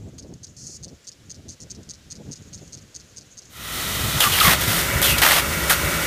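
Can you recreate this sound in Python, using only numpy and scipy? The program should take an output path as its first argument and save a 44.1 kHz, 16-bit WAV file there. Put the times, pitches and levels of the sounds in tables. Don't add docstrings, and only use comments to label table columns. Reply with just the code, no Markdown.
import sys
import numpy as np
from scipy import signal
from scipy.fft import rfft, irfft, next_fast_len
from scipy.io import wavfile
from scipy.ndimage import map_coordinates

SR = 44100
rng = np.random.default_rng(int(sys.argv[2]) if len(sys.argv) > 2 else 0)


def master(y):
    cut = np.clip(np.atleast_2d(y).T, -1, 1)
    pcm = np.round(cut * 32767)
    wavfile.write(sys.argv[1], SR, pcm.astype(np.int16))


N = 267466
TIME = np.arange(N) / SR


def amp(db):
    return 10 ** (np.asarray(db) / 20)


def unit(x):
    return x / np.sqrt(np.mean(x ** 2) + 1e-20)


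def curves(rows):
    times_s, *columns = np.transpose(rows)
    return [np.interp(TIME, times_s, column) for column in columns]


def wobble(rate_hz):
    return map_coordinates(rng.standard_normal(int(N * rate_hz / SR) + 4), [TIME * rate_hz])


def filtered(x, response):
    size = next_fast_len(len(x) + 8192)
    return irfft(rfft(x, size) * response(np.fft.rfftfreq(size, 1 / SR)), size)[:len(x)]


def colour(points):
    points_hz, db = np.transpose(points)
    return lambda hz: amp(np.interp(np.log(hz + 1), np.log(points_hz + 1), db))


def resonances(modes):
    return lambda f: sum((-1) ** k * amp(db) * 1j * f * width / (hz * hz - f * f + 1j * f * width)
                         for k, (hz, width, db) in enumerate(modes))


def causal(response, size=2048):
    cepstrum = irfft(np.log(np.abs(response(np.fft.rfftfreq(size, 1 / SR))) + 1e-6))
    cepstrum[1:size // 2] *= 2
    cepstrum[size // 2 + 1:] = 0
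    return irfft(np.exp(rfft(cepstrum)))[:size // 4]


def noise(response):
    return unit(filtered(rng.standard_normal(N), response))


def band_noise(hz, width_hz):
    return noise(lambda f: resonances([(hz, width_hz, 0)])(f) ** 2)


def add(track, start_s, sound):
    start = int(np.clip(round(start_s * SR), 0, N))
    track[start:start + len(sound)] += sound[:N - start]


def gate(t, length_s, attack_s, release_s):
    return (1 - np.exp(-t / attack_s)) * np.exp(-np.maximum(t - length_s, 0) / release_s)


def swells(rows, sigma_s):
    return sum(amp(db) * np.exp(-.5 * ((TIME - centre_s) / sigma_s) ** 2) for centre_s, db in rows)


def glides(notes, hoarse, fade_db=-3):
    out, t = np.zeros(N), np.arange(SR // 4) / SR
    for start_s, length_s, db, first_hz, target_hz, slide_s in notes:
        hz = target_hz + (first_hz - target_hz) * np.exp(-t / slide_s)
        narrow = lambda f: 1 / (1 + 1j * f / (hoarse * target_hz)) ** 1.67
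        real, imaginary = (unit(filtered(rng.standard_normal(len(t)), narrow)) for _ in range(2))
        tone = np.real((real + 1j * imaginary) * np.exp(2j * np.pi * np.cumsum(hz) / SR))
        add(out, start_s, amp(db + fade_db * t / length_s) * gate(t, length_s, .00044, .0088) * tone)
    return out


def ticks(rows, spectrum, gain_db, decay_s):
    out, t = np.zeros(N), np.arange(SR // 40) / SR
    for start_s, db in rows:
        puff = unit(filtered(rng.standard_normal(len(t)), colour(spectrum)))
        add(out, start_s, amp(db + gain_db) * np.exp(-t / decay_s) * puff)
    return out


# time in seconds, hiss level in dB, drone level in dB.
CHORUS_LEVELS = [(0.0, -60.5, -67), (0.21, -61.5, -67), (0.52, -61, -61), (0.7, -60.5, -52),
                 (1.08, -58.5, -73), (2.12, -57, -67.5), (2.33, -56.5, -55), (3.41, -56.5, -58.5),
                 (3.45, -56, -53)]
# frequency in Hz, gain in dB.
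CHORUS_SPECTRUM = [(530, 2), (900, -8.5), (1480, -3), (2150, -4.5), (3400, -4), (4730, -4.5), (5510, -3.5),
                   (7320, -6), (8130, -11.5), (15000, -22.5)]

def chorus():
    hiss_db, drone_db = curves(CHORUS_LEVELS)
    hiss = amp(hiss_db + 2 + .43 * wobble(20)) * noise(colour(CHORUS_SPECTRUM))
    drone = band_noise(hz=6600, width_hz=1100)
    return hiss + amp(drone_db - 4 + 6 * wobble(45)) * drone


# time in seconds, level in dB.
BREEZE_LEVELS = [(0.0, -38.5), (0.37, -46.5), (0.43, -50.5), (0.92, -46), (1.01, -67), (1.18, -55),
                 (1.22, -51.5), (1.53, -43.5), (1.57, -61), (1.63, -42.5), (1.74, -48), (1.8, -43),
                 (1.98, -51), (2.31, -39), (2.36, -50), (2.43, -43.5), (2.9, -49.5), (2.93, -71),
                 (2.97, -49), (3.16, -58), (3.22, -47), (3.29, -58), (3.48, -54)]
BREEZE_EDDIES = [(0.074, -33), (0.26, -36), (0.318, -35), (0.699, -44.5), (0.874, -39), (0.926, -37),
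                 (1.387, -41), (1.469, -44), (1.659, -39.5), (1.797, -34), (2.208, -32), (2.292, -33),
                 (2.619, -39)]
# frequency in Hz, gain in dB.
BREEZE_SPECTRUM = [(20, -20), (45, -8.5), (80, 2.5), (150, 0.5), (300, -9), (600, -22), (1100, -41),
                   (2000, -56)]
EDDY_SPECTRUM = [(60, -16), (160, 10), (320, 5), (600, -2.5), (1000, -20), (2000, -50)]

def breeze():
    rumble_db = curves(BREEZE_LEVELS)[0] - 1 + 5 * np.tanh(wobble(45))
    rumble = amp(rumble_db) * noise(colour(BREEZE_SPECTRUM))
    eddy_gain = swells(BREEZE_EDDIES, sigma_s=.013) * amp(-6 + 4 * np.tanh(wobble(90)))
    return rumble + eddy_gain * noise(colour(EDDY_SPECTRUM))


# start and length in seconds, level in dB, first and target pitch in Hz,
# slide time constant in seconds.
BIRD_NOTES = [(.03, 0.068, -66, 7400, 8100, 0.072), (1.015, .035, -60, 7100, 7800, 0.033)]

def far_bird():
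    return glides(BIRD_NOTES, hoarse=.008)


def tymbal(body, rib_gap_s=.00064, rib_count=6):
    t = np.arange(SR // 50) / SR
    push = .075 * rng.standard_normal(len(t)) * np.exp(-t / .005)
    ribs = np.arange(rib_count)
    buckle_s = np.abs(ribs + rng.normal(0, .15, rib_count)) * rib_gap_s
    push[(buckle_s * SR).astype(int)] += amp(-2.2 * np.abs(ribs - 1))
    click = np.convolve(push, body)
    return click / np.linalg.norm(click)


# start in seconds, level in dB, click period and weak-click delay in seconds.
CICADA_CHIRPS = [(0.1812, -35.5, 0.0047, 0.044), (0.4316, -34, 0.0043, 0.036),
                 (0.8279, -32.5, 0.0057, 0.052), (1.07, -31.5, 0.0052, 0.047), (1.297, -32, 0.0055, 0.048),
                 (1.484, -33, 0.0055, 0.038), (1.7004, -32, 0.0046, 0.049), (1.8904, -30, 0.0058, 0.046),
                 (2.1029, -30, 0.0058, 0.052), (2.3126, -30.5, 0.006, 0.044),
                 (2.5296, -32.5, 0.0052, 0.047), (2.7245, -32, 0.0062, 0.049), (2.9452, -31, 0.0055, 0.054),
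                 (3.1636, -34, 0.0061, 0.047), (3.3724, -34, 0.0051, 0.047)]
CLICK_GAINS_DB = [-8, -2, -3.5, -0.5, -3.5]
# centre in Hz, width in Hz, gain in dB.
ABDOMEN_MODES = [(4570, 590, -8.5), (6050, 570, -4.5), (6530, 290, 1), (8980, 1300, -22.5)]

def near_cicada(gain_db=20.5, weak_db=-11, fade_db=2):
    out = np.zeros(N)
    crack = colour([(1000, -20), (3000, -6), (9000, -6.5), (15000, -15)])
    band = lambda hz: 1 / (1 + (3600 / (hz + 1)) ** 8) / (1 + (hz / 11500) ** 6)
    body = causal(lambda hz: np.abs(resonances(ABDOMEN_MODES)(hz)) * band(hz) + amp(-32) * crack(hz))
    dull = causal(colour([(2500, -31), (4300, 1.5), (5500, 6), (6700, 1.5), (8000, -8.5), (13000, -27)]))
    for start_s, db, period_s, delay_s in CICADA_CHIRPS:
        for k, click_db in enumerate(CLICK_GAINS_DB):
            click_s = start_s + k * period_s + rng.normal(0, .0002)
            add(out, click_s, amp(db + gain_db + click_db + rng.normal(0, 1)) * tymbal(body))
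        for k in range(4):
            click_s = start_s + delay_s + k * period_s + rng.normal(0, .00046)
            add(out, click_s, amp(db + gain_db + weak_db - fade_db * k) * tymbal(dull))
    return out


# start in seconds, level in dB.
CHIRP_SNAPS = [(.184, -38.5), (1.304, -44), (2.121, -38), (2.533, -42)]
# frequency in Hz, gain in dB.
SNAP_SPECTRUM = [(800, -12), (2400, 1), (4500, 4), (9000, -5), (15000, -13)]

def snaps():
    return ticks(CHIRP_SNAPS, SNAP_SPECTRUM, gain_db=-2, decay_s=.0027)


# start and length in seconds, level and swell in dB, click rate in Hz.
NEIGHBOUR_BUZZES = [(.339, .005, -42.5, 1, 200), (.566, .206, -38.5, 4, 480), (0.668, .015, -43.5, -5, 190),
                    (0.942, .012, -56, 7, 170), (1.042, .012, -52, 2, 190), (1.509, 0.036, -57, -8, 320),
                    (1.603, .034, -43, 0, 156), (1.831, .005, -55.5, -4, 210), (2.423, .005, -49, 1, 190),
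                    (2.678, .005, -53.5, -4, 190), (3.454, .005, -48, 2, 220)]
# frequency in Hz, gain in dB.
NEIGHBOUR_SPECTRUM = [(1760, -62), (3000, -38), (3830, -29), (4190, -11), (4360, -7), (4900, -7),
                      (6420, 0.5), (6800, -1), (8150, -14.5), (9150, -15), (12100, -32), (14000, -33)]

def neighbours():
    out, body = np.zeros(N), causal(colour(NEIGHBOUR_SPECTRUM))
    for start_s, length_s, db, swell_db, rate_hz in NEIGHBOUR_BUZZES:
        for t in np.arange(0, length_s, 1 / rate_hz):
            gain = amp(db + swell_db * (t / length_s - 1.5) + rng.normal(0, .68)) * np.sqrt(SR / rate_hz)
            add(out, start_s + t + rng.normal(0, .00039), gain * tymbal(body))
    return out


def garden(calls, t60_s=.068, wet_db=-16):
    t = np.arange(SR // 3) / SR
    tail = rng.standard_normal(len(t)) * amp(-60 * t / t60_s) * (1 - np.exp(-t / .0039))
    return calls + amp(wet_db) * signal.fftconvolve(calls, tail / np.linalg.norm(tail))[:N]


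# time in seconds, tube rush level in dB, mouth hiss level in dB.
FLOW_LEVELS = [(3.5, -48, -37), (3.59, -44.5, -39), (3.74, -37.5, -29.5), (3.86, -35, -26.5),
               (4.3, -32.5, -24.5), (4.38, -30, -29), (4.75, -29, -24.5), (5.08, -27, -27),
               (5.22, -29, -24.5), (5.37, -29.5, -27), (6.06, -27, -24.5)]
# centre and nominal width in Hz, gain in dB.
NOZZLE_MODES = [(1313, 190, 2.5), (1960, 170, 2), (2480, 120, -2), (3060, 250, -1), (3640, 740, -1)]
TUBE_MODES = [(333, 102, 0), (582, 88, 1.5), (993, 78, -1), (1213, 120, 1), (1403, 157, 5),
              (1954, 173, 4.5), (2144, 154, 1), (2600, 200, -2.5), (2900, 320, -4), (3640, 340, -7)]
# frequency in Hz, gain in dB.
MOUTH_SPECTRUM = [(400, 2), (2500, -0.5), (4200, 0), (4900, -1), (5800, 0.5), (8000, -1.5), (9300, 0),
                  (10400, -3.5), (11500, -1), (15000, -2)]

def suction():
    rush_db, mouth_db = curves(FLOW_LEVELS)
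    nozzle = unit(sum(amp(db - .5 * wobble(22.15)) * np.sqrt(width_hz) * band_noise(hz, 1.5 * width_hz)
                      for hz, width_hz, db in NOZZLE_MODES))
    turn_rad = np.interp(TIME, [4.1, 4.9], [.45, np.pi / 2])
    tube = noise(resonances(TUBE_MODES))
    hollow = amp(1.5) * np.sin(turn_rad) * tube + amp(5) * np.cos(turn_rad) * nozzle
    rush = amp(rush_db + .5 * wobble(28)) * hollow
    hiss = amp(mouth_db + .65 * wobble(60)) * noise(colour(MOUTH_SPECTRUM))
    return rush + hiss


# time in seconds, level in dB.
DRAUGHT_LEVELS = [(3.5, -51), (3.58, -40.5), (3.92, -32.5), (4.06, -23), (4.11, -30.5), (4.17, -19.5),
                  (4.22, -48), (4.27, -24.5), (4.42, -35), (4.48, -16.5), (4.53, -27), (4.93, -27.5),
                  (4.98, -18.5), (5.05, -38), (5.12, -24), (5.31, -39), (5.47, -27), (5.75, -36),
                  (5.85, -26.5), (6.06, -35)]
NOZZLE_EDDIES = [(4.049, -23), (4.689, -19), (4.958, -19), (5.479, -20), (5.589, -14.5)]
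# frequency in Hz, gain in dB.
DRAUGHT_SPECTRUM = [(13, -47), (22, -33), (50, -4), (69, 2.5), (167, -3.5), (228, -8.5), (462, -22.5),
                    (500, -35.5), (650, -16), (1100, -120)]

def draught():
    rumble_gain = amp(curves(DRAUGHT_LEVELS)[0] - 2.5 + 2.5 * np.tanh(wobble(30)))
    thump_gain = amp(-9) * swells(NOZZLE_EDDIES, sigma_s=.0088)
    return (rumble_gain + thump_gain) * noise(colour(DRAUGHT_SPECTRUM))


# frequency in Hz, relative level in dB.
MOTOR_TONES = [(65, -9.5), (164, -10.5), (560, -15), (1008, -26), (2270, -8), (2676, -28)]

def motor(speed_drift=.000746, waver_db=2):
    drifted_s = np.cumsum(1 + speed_drift * wobble(8)) / SR
    tones = sum(amp(db + waver_db * wobble(27)) * np.sqrt(2) * np.sin(2 * np.pi * hz * drifted_s)
                for hz, db in MOTOR_TONES)
    rush_db = curves(FLOW_LEVELS)[0]
    return amp(rush_db + np.interp(TIME, [4.3, 5.0], [-8, 0])) * tones


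# start and length in seconds, jet level, roar level and level change in dB.
BLOCKAGES = [(4.202, 0.012, -10, -22, -8), (4.218, 0.047, -17.5, -22, -4),
             (4.269, 0.047, -28.5, -33.5, 4.5), (4.320, 0.079, -21.5, -26.5, 1.5),
             (4.399, 0.051, -22, -29.5, 8.5), (4.454, 0.087, -17.5, -17.5, 0), (4.610, 0.04, -22, -31, -5),
             (4.675, .14, -24, -31, 1), (5.022, 0.11, -14, -33, -7), (5.181, 0.0077, -16, -19.5, -3.5),
             (5.217, 0.18, -17.5, -17, -2), (5.697, 0.041, -12.5, -18, -6.5)]
# frequency in Hz, gain in dB.
JET_SPECTRUM = [(800, -4.5), (2000, -3.5), (3300, 5), (4900, 0.5), (7600, -1.5), (9300, 1.5), (10400, -2),
                (11800, 2.5), (15000, -1.5)]
ROAR_SPECTRUM = [(200, -25), (600, -3.5), (1300, 0), (2000, 1.5), (2600, -4), (4000, -6), (6500, -17),
                 (12000, -30)]

def chokes(rough_db=2.04, grit_db=3, pipe_hz=635, echo_gain=.095):
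    jet_gain, roar_gain = np.zeros(N), np.zeros(N)
    t = np.arange(SR // 3) / SR
    for start_s, length_s, jet_db, roar_db, change_db in BLOCKAGES:
        shape = gate(t, length_s, .0019, .011) * amp(change_db * np.minimum(t / length_s, 1))
        add(jet_gain, start_s, amp(jet_db) * shape)
        add(roar_gain, start_s, amp(roar_db) * shape)
    tumble = unit(amp(rough_db * wobble(260)))
    hollow = lambda hz: colour(ROAR_SPECTRUM)(hz) / (1 - echo_gain * np.exp(-2j * np.pi * hz / pipe_hz))
    grit = unit(filtered(amp(grit_db * wobble(900)) * rng.standard_normal(N), hollow))
    jet = jet_gain * np.sqrt(tumble) * noise(colour(JET_SPECTRUM))
    return jet + roar_gain * tumble * grit


# start and length in seconds, level in dB, first and target pitch in Hz,
# slide time constant in seconds.
GAP_WHISTLES = [(4.205, 0.032, -18.5, 3590, 2905, .006), (4.232, 0.044, -20.5, 1400, 1204, 0.0078),
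                (4.318, 0.062, -24, 3120, 2780, 0.0444), (4.401, .006, -14.5, 5520, 2800, .004),
                (4.407, .085, -20, 1350, 989, 0.056), (4.445, 0.078, -21.5, 2523, 1810, 0.0097),
                (5.027, 0.059, -24, 3400, 3200, .04), (5.08, 0.073, -23, 2850, 2670, .025),
                (5.695, 0.035, -20.5, 3983, 1409, 0.0053)]

def whistles():
    return glides(GAP_WHISTLES, hoarse=.068)


# start in seconds, level in dB.
DEBRIS_HITS = [(4.61, -6), (5.0175, 1.5), (5.1827, -3), (5.218, 2.5), (5.2351, 0), (5.2637, 2), (5.288, 0),
               (5.3186, 2), (5.3668, 0), (5.6972, -1)]
# frequency in Hz, gain in dB.
PLASTIC_SPECTRUM = [(300, -6), (1400, 4), (3500, 2), (6000, -8), (12000, 3), (15000, 1)]

def debris():
    return ticks(DEBRIS_HITS, PLASTIC_SPECTRUM, gain_db=-8, decay_s=.0018)


def scene():
    calls = near_cicada() + snaps() + neighbours() + far_bird()
    outdoors = garden(calls) + chorus() + breeze()
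    vacuum = suction() + draught() + motor() + chokes() + whistles() + debris()
    mono = outdoors * np.interp(TIME, [3.5, 4.4], [1, 0]) + vacuum * np.interp(TIME, [3.49, 3.6], [0, 1])
    return np.array([mono, mono])


def record(dry):
    ceiling, cutoff_hz = .9, 15350
    rounded = dry / (1 + np.abs(dry / ceiling) ** 6) ** (1 / 6)
    low_pass = lambda hz: 1 / (1 + (hz / cutoff_hz) ** 200)
    return np.array([filtered(channel, low_pass) for channel in rounded])


dry = scene()
out = record(dry)
master(out)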